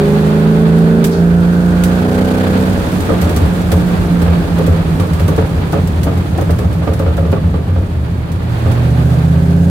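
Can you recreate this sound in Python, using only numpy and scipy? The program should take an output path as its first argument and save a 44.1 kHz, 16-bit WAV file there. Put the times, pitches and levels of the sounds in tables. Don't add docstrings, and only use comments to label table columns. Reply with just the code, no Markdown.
import sys
import numpy as np
from scipy import signal
from scipy.io import wavfile
from scipy.ndimage import uniform_filter1d, minimum_filter1d

SR = 44100
rng = np.random.default_rng(int(sys.argv[2]) if len(sys.argv) > 2 else 0)


def int16_out(signal):
    q = np.round(np.clip(np.atleast_2d(signal).T, -1, 1) * 32767)
    wavfile.write(sys.argv[1], SR, q.astype(np.int16))


N = 427753
TIME = np.arange(N) / SR

# (time [s], relative bark level [dB], relative boom level [dB])
POPS = [(3.091, -1.5, -15), (3.217, -13, -13), (3.26, -9, -27), (3.362, -6, -10), (3.405, -9, -5),
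        (3.722, -4, -6.5), (4.22, -10, -11), (4.278, -10, -7.5), (4.587, -6.5, -27), (4.678, -2.5, -4),
        (4.997, -5.5, -7), (5.2, -12, -13.5), (5.283, -5.5, -14), (5.378, 0.5, -8.5), (5.729, -1, -15),
        (6.067, -2, -14), (6.165, -15, -9), (6.382, -3.5, -24), (6.492, -6, -8), (6.588, -9, -22),
        (6.642, -12, -7), (6.82, -11, -11), (6.872, -3, -14), (6.996, -6, -10), (7.06, -5.5, -11),
        (7.178, -6, -13), (7.25, -9.5, -26), (7.326, -2, -17), (7.437, -16, -4.5), (7.54, -7.5, -8.5),
        (7.68, -17, -9.5), (7.757, -10, -13.5), (8.659, -10, -11)]
# (centre [s], half length [s], loss [dB])
LIFT_CUT, LIFT_SAG = (1.095, .035, 14), (1.148, .055, 9)


def from_db(db):
    return 10 ** (np.asarray(db) / 20)


def rms_one(x):
    return x / np.sqrt(np.mean(x ** 2) + 1e-20)


def in_time(rows):
    times, *columns = np.transpose(rows)
    return [np.interp(TIME, times, column) for column in columns]


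def at_hz(points, hz):
    frequencies, values = np.transpose(points)
    return np.interp(np.log(hz), np.log(frequencies), values)


def drift(rate_hz):
    step, settle = 40, 2000
    r = np.exp(-2 * np.pi * step * rate_hz / SR)
    slow = signal.lfilter([1], [1, -2 * r, r * r], rng.standard_normal(N // step + settle + 2))[settle:]
    return np.interp(np.arange(N) / step, np.arange(len(slow)), rms_one(slow))


def muffle(x, cut_hz, order):
    return signal.sosfilt(signal.butter(order, cut_hz, fs=SR, output="sos"), x + 1e-18)


def resonance(x, hz, width_hz):
    r = np.exp(-np.pi * width_hz / SR)
    feedback = [1, -2 * r * np.cos(2 * np.pi * hz / SR), r * r]
    return signal.lfilter(np.array([1, 0, -1]) * (1 - r * r) / 2, feedback, x + 1e-18)


def bursts(times, levels_db, rise_s, decay_s):
    age = TIME[:SR // 2]
    shape = (1 - np.exp(-age / rise_s)) * np.exp(-age / decay_s)
    out = np.zeros(N + SR)
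    for s, db in zip(times, levels_db):
        out[int(s * SR):][:len(age)] += from_db(db) * shape / shape.max()
    return out[:N]


def dip(centre_s, width_s, loss_db):
    return from_db(-loss_db * np.exp(-((TIME - centre_s) / width_s) ** 2))


def lean(hz):
    # (frequency [Hz], left minus right [dB])
    balance = [(80, 0), (170, -4.5), (280, 0.7), (550, -1.5), (1200, -3.5), (12000, -1)]
    return from_db(at_hz(balance, hz) / 2 * np.array([[1], [-1]]))


def spread(mid, side, hz):
    # (frequency [Hz], left-right correlation [-1 to 1])
    likeness = [(60, 0.99), (300, 0.69), (600, 0.36), (1100, -0.2), (2500, -0.032)]
    alike = at_hz(likeness, hz)
    return lean(hz) * (np.sqrt(1 + alike) * mid + np.sqrt(1 - alike) * side * [[1], [-1]])


def noise(spectrum):
    out, white = 0, rng.standard_normal((2, 2, N))
    edges = 20 * 2 ** np.arange(0, 10.1, .5)
    for k, (low, high) in enumerate(zip(edges, edges[1:])):
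        hz = np.sqrt(low * high)
        if spectrum[0][0] < high and low < spectrum[-1][0]:
            band_pass = signal.butter(2, [low, high], "band", fs=SR, output="sos")
            band = signal.sosfilt(band_pass, white[k % 2])
            out = out + from_db(at_hz(spectrum, hz)) * spread(*band, hz)
    return rms_one(out)


def rolling(flutter_db=1.3, grit_db=1.2, gust_db=0.87, cut_hz=4700):
    # (time [s], level [dB])
    road = [(0, -30), (2.1, -23), (2.75, -17), (7.5, -22.5), (9.7, -26)]
    # (time [s], rush level [dB], sand level [dB])
    slides = [(0.0, -21.5, -36.5), (0.7, -24, -40.5), (1.4, -28, -41), (2.32, -19.5, -34),
              (2.81, -22.5, -36), (5.7, -25.5, -41), (6.9, -28, -43.5), (7.56, -31, -47),
              (8.39, -30.5, -47.5), (8.6, -24, -41), (9.7, -30.5, -42)]
    # (frequency [Hz], relative density [dB])
    rumble_spectrum = [(20, -21), (55, 0), (110, -4), (260, -8.5), (400, -18.5), (700, -30.5)]
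    rush_spectrum = [(300, 0.5), (700, -3), (1000, -6), (1500, -10), (2000, -13.5), (3000, -18.5),
                     (5000, -21.5)]
    sand_spectrum = [(3500, -6), (6500, -7.5), (10000, -7), (16000, -14.5)]
    (rumble_db,), (rush_db, sand_db) = in_time(road), in_time(slides)
    body = from_db(rumble_db) * noise(rumble_spectrum)
    tyres = from_db(rush_db + flutter_db * drift(14.0)) * muffle(noise(rush_spectrum), cut_hz, order=10)
    sand = from_db(sand_db + grit_db * drift(400) + gust_db * drift(33.0)) * noise(sand_spectrum)
    return body + tyres + sand


def sharp_ticks(tick_db=-12.0, rise_s=0.0011, decay_s=0.012, rattle_db=-15.5, rattle_s=0.064, grain_db=2.5):
    # (time [s], relative peak level [dB])
    ticks = [(0.7804, -25), (1.041, -8), (1.0677, -35), (1.836, -8.5), (2.917, -22), (3.0036, -20),
             (3.213, -15), (3.2925, -17.5), (3.362, -12.5), (3.716, -11), (4.216, -19.5), (4.5832, -24),
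             (4.6635, -18.5), (4.9968, -18.5), (5.1328, -20.5), (5.1958, -20.5), (5.2789, -16.5),
             (5.361, -23), (5.7221, -22), (5.8716, -21), (6.0313, -16.5), (6.1736, -27), (6.3751, -24),
             (6.4108, -25), (6.5049, -20), (6.5852, -22.5), (6.7268, -29), (6.9339, -22), (6.9902, -23),
             (7.1668, -25), (7.315, -25), (8.3172, -26), (8.714, -22)]
    # (frequency [Hz], relative density [dB])
    tick_spectrum = [(4000, 1), (9000, 6.5), (16000, 1.5)]
    knock_spectrum = [(1500, 10), (5000, 1)]
    times, levels_db = np.transpose(ticks)
    tick = bursts(times, levels_db + tick_db, rise_s, decay_s)
    rattle = bursts(times, levels_db + tick_db + rattle_db, rise_s, rattle_s)
    knock = bursts(times, 0.95 * levels_db + tick_db, rise_s, decay_s)
    grain = rms_one(from_db(grain_db * drift(620)))
    return (tick + rattle) * grain * noise(tick_spectrum) + knock * noise(knock_spectrum)


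def throttle_shut():
    # (time [s], throttle [0 shut to 1 open])
    pedal = [(2.42, 0.89), (2.85, 0.47), (3.4, 0.37), (3.85, 0.6), (4.5, 0.45), (5.1, 0.2), (7.6, 0.039),
             (7.95, 0.1), (8.38, 0.26), (8.7, 0.91), (9.0, 0.99)]
    return 1 - in_time(pedal)[0]


def roughness(when_open=0.08, when_shut=0.53):
    return when_open + (when_shut - when_open) * throttle_shut()


def overrun(start_s=2.9, end_s=7.9, fade_s=.25):
    return np.clip(.5 + np.minimum(TIME - start_s, end_s - TIME) / fade_s, 0, 1)


def intake_sigh(lift_s=1.11, level_db=-34.5, hz=4500, width_hz=1400):
    air = rms_one(resonance(rng.standard_normal((2, N)), hz, width_hz))
    return bursts([lift_s], [level_db], rise_s=0.013, decay_s=0.053) * air


def burble(burble_db=-10.0, clean_loss_db=2, cabin_hz=83.2, width_hz=16.8, octave_db=-4.5):
    gas = rng.standard_normal(N)
    low, high = (rms_one(resonance(resonance(gas, hz, width_hz), hz, 2 * width_hz))
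                 for hz in (cabin_hz, 2 * cabin_hz))
    gain = roughness() * from_db(burble_db - clean_loss_db * (1 - overrun()))
    return gain * (low + from_db(octave_db) * high)


def booms(boom_db=2.0, cabin_hz=84.5, pitch_scatter=0.034, octave_db=-17.0, length_s=0.071):
    age, out = TIME[:SR // 4], np.zeros(N + SR)
    swell = np.sin(np.pi * np.minimum(age / length_s, 1) ** (2 / 3))
    for (s, _, db), chance in zip(POPS, rng.standard_normal(len(POPS))):
        phase = 2 * np.pi * cabin_hz * (1 + pitch_scatter * chance) * age
        tone = np.sin(phase) + from_db(octave_db) * np.sin(2 * phase)
        out[int(s * SR):][:len(age)] += from_db(db + boom_db) * swell * tone
    return out[:N]


def pipe(gas, heat=1, cut_hz=1900):
    # (frequency [Hz], width [Hz], relative level [dB])
    modes = [(178.1, 2.7, 14), (283, 60.5, 6.5), (433, 47, 9), (523.4, 16, 9), (652.5, 8.5, 1.5),
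             (1163, 86, -4.5), (1280, 15000, -8.5)]
    gas = muffle(gas, cut_hz, order=3)
    ringing = sum(from_db(db) * spread(*resonance(gas, hz * heat, width), hz) for hz, width, db in modes)
    upper_power = sum(from_db(db) ** 2 * np.pi * width / SR for _, width, db in modes[2:])
    return ringing / np.sqrt(upper_power)


def barks(bark_db=-6.5, rise_s=.0015, decay_s=.022, afterburn_s=.034, afterburn_db=-12, sputter_db=-33.5):
    age = TIME[:SR // 4]
    shape = (1 - np.exp(-age / rise_s)) * np.exp(-age / decay_s)
    out = from_db(sputter_db) * pipe(overrun() * rng.standard_normal((2, N)))
    heats = 1 + 0.026 * rng.standard_normal(len(POPS))
    for (s, db, _), heat in zip(POPS, heats):
        delay = int(afterburn_s * 2 ** rng.uniform(-0.46, 0.57) * SR)
        flame = shape + from_db(afterburn_db) * np.pad(shape, (delay, 0))[:len(age)]
        blast = rng.standard_normal((2, len(age))) * flame / shape.max()
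        blast[0, 0] += 5.8
        out[:, int(s * SR):][:, :len(age)] += from_db(db + bark_db) * pipe(blast, heat)
    return out


def engine_level(speed, open_db=-14.5, shut_loss_db=15.5, db_per_octave=7.5):
    return open_db - shut_loss_db * throttle_shut() + db_per_octave * np.log2(speed / speed.mean())


def exhaust_rasp(cycles, level_db, follow=0.96, throb_db=1.5):
    # (frequency [Hz], width [Hz], relative level [dB])
    panels = [(720, 290, -22.5), (1513, 360, -21), (4430, 550, -39.5)]
    puffs = rms_one(from_db(throb_db * np.cos(2 * np.pi * cycles)))
    gas = puffs * rng.standard_normal((2, N))
    out = 0
    for hz, width, db in panels:
        ringing = resonance(resonance(gas, hz, width), hz, width)
        out += from_db(db) * rms_one(spread(*ringing, hz))
    return from_db(follow * level_db) * dip(*LIFT_CUT) * out


def cabin_gain(hz):
    # (frequency [Hz], width [Hz], boost [dB])
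    modes = [(122.3, 18, 9.5), (166.5, 20.6, 7.5), (402.4, 23, 7.5), (558, 16.4, 10)]
    grid_hz = np.arange(SR // 20)
    boost_db = sum(db / (1 + (2 * (grid_hz - centre) / width) ** 2) for centre, width, db in modes)
    return np.interp(hz, grid_hz, from_db(boost_db))


def exhaust_note(speed, cycles, level_db, odd_db=-8.5, firing_db=4.5, apart_hz=1100):
    # (time [s], colour [row of orders])
    tone_colours = [(1.03, 0), (1.33, 1), (1.95, 1), (2.08, 2), (2.55, 2), (3.2, 1), (5.5, 1), (7.0, 0),
                    (8.65, 0), (9.0, 3)]
    # (relative level [dB] at 2, 3, 4, ... times the cycle rate)
    orders = [
        [-16, -14, -25, -22, -2.5, -12, 0.5, -15.5, -15, -15, -37, -15.5, -11.5, -18, -6.5, -19, -24, -18.5,
         -30, -23, -18.5],
        [-10.5, -7, -47, -15.5, -0.5, -16.5, -11.5, -24, -11.5, -52, -14.5, -45, -20.5, -18, -25, -17, -18.5],
        [-28, -6, -39, -10.5, -1.5, -9, -3, -36, -10, -27, -22, -17, -9, -43, -9, -32, -19.5, -34, -43, -17,
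         -25, -41, -17.5, -43, -37, -25],
        [-28, -25, -18, 3.5, -10, -24, -3.5, -14, 0, -7.5, -15],
    ]
    phase_scatter = [1.3, 1.0, .4, 1.5]
    # (frequency [Hz], relative level [dB])
    tailpipe = [(275, -12), (330, -25.5), (410, -22), (700, -25.5), (1050, -40), (1550, -25), (2000, -46)]
    times, colours = np.transpose(tone_colours)
    shares = np.array([np.interp(TIME, times, colours == colour) for colour in range(len(orders))])
    scatter = np.array(phase_scatter) @ shares
    rough, sag, cut = roughness(), dip(*LIFT_SAG), dip(*LIFT_CUT)
    out = np.zeros((2, N))
    for k in range(2, 56):
        high_db = at_hz(tailpipe, k * speed) + odd_db * (k % 2) + firing_db * (k % 8 == 0)
        colour_gains = [from_db(row[k - 2] if k - 2 < len(row) else high_db) for row in orders]
        gain = sum(share * colour_gain for share, colour_gain in zip(shares, colour_gains))
        gain *= cabin_gain(k * speed) * (sag if k <= 8 else cut if k > 16 else 1)
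        hz = k * speed.mean()
        apart = rng.choice([-1, 1]) * min(hz / apart_hz, 1) ** 2
        phase = 2 * np.pi * (k * cycles % 1) + rng.standard_normal() * scatter + rough * drift(4.2)
        waver = 1 + rough * drift(8.0)
        out += lean(hz) * gain * waver * np.cos(phase + [[apart], [-apart]])
    return np.sqrt(2) * from_db(level_db) * out / np.sqrt(1 + rough ** 2)


def scene():
    # (time [s], four-stroke cycle rate [Hz])
    crank = [(0.0, 25.3), (0.45, 26.75), (1.03, 28.2), (1.05, 24.5), (1.07, 28.25), (1.92, 29.7),
             (2.15, 31.15), (2.6, 31.5), (3.1, 30.1), (3.8, 29.5), (4.5, 28.15), (5.5, 25.25), (6.3, 21.6),
             (7.8, 15.9), (8.55, 14.6), (9.05, 15.35), (9.7, 17.35)]
    speed, = in_time(crank)
    cycles, level_db = np.cumsum(speed) / SR, engine_level(speed)
    engine = exhaust_note(speed, cycles, level_db) + exhaust_rasp(cycles, level_db) + intake_sigh()
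    backfire = barks() + lean(hz=80) * (booms() + burble())
    return engine + backfire + sharp_ticks() + rolling()


def record(dry, ceiling=0.98, window=441, cutoff_hz=15800):
    gain = np.minimum(1, ceiling / (np.abs(dry).max(0) + 1e-9))
    held = dry * uniform_filter1d(minimum_filter1d(gain, window), window)
    return signal.sosfilt(signal.ellip(12, .1, 90, cutoff_hz, fs=SR, output="sos"), held)


dry = scene()
out = record(dry)
int16_out(out)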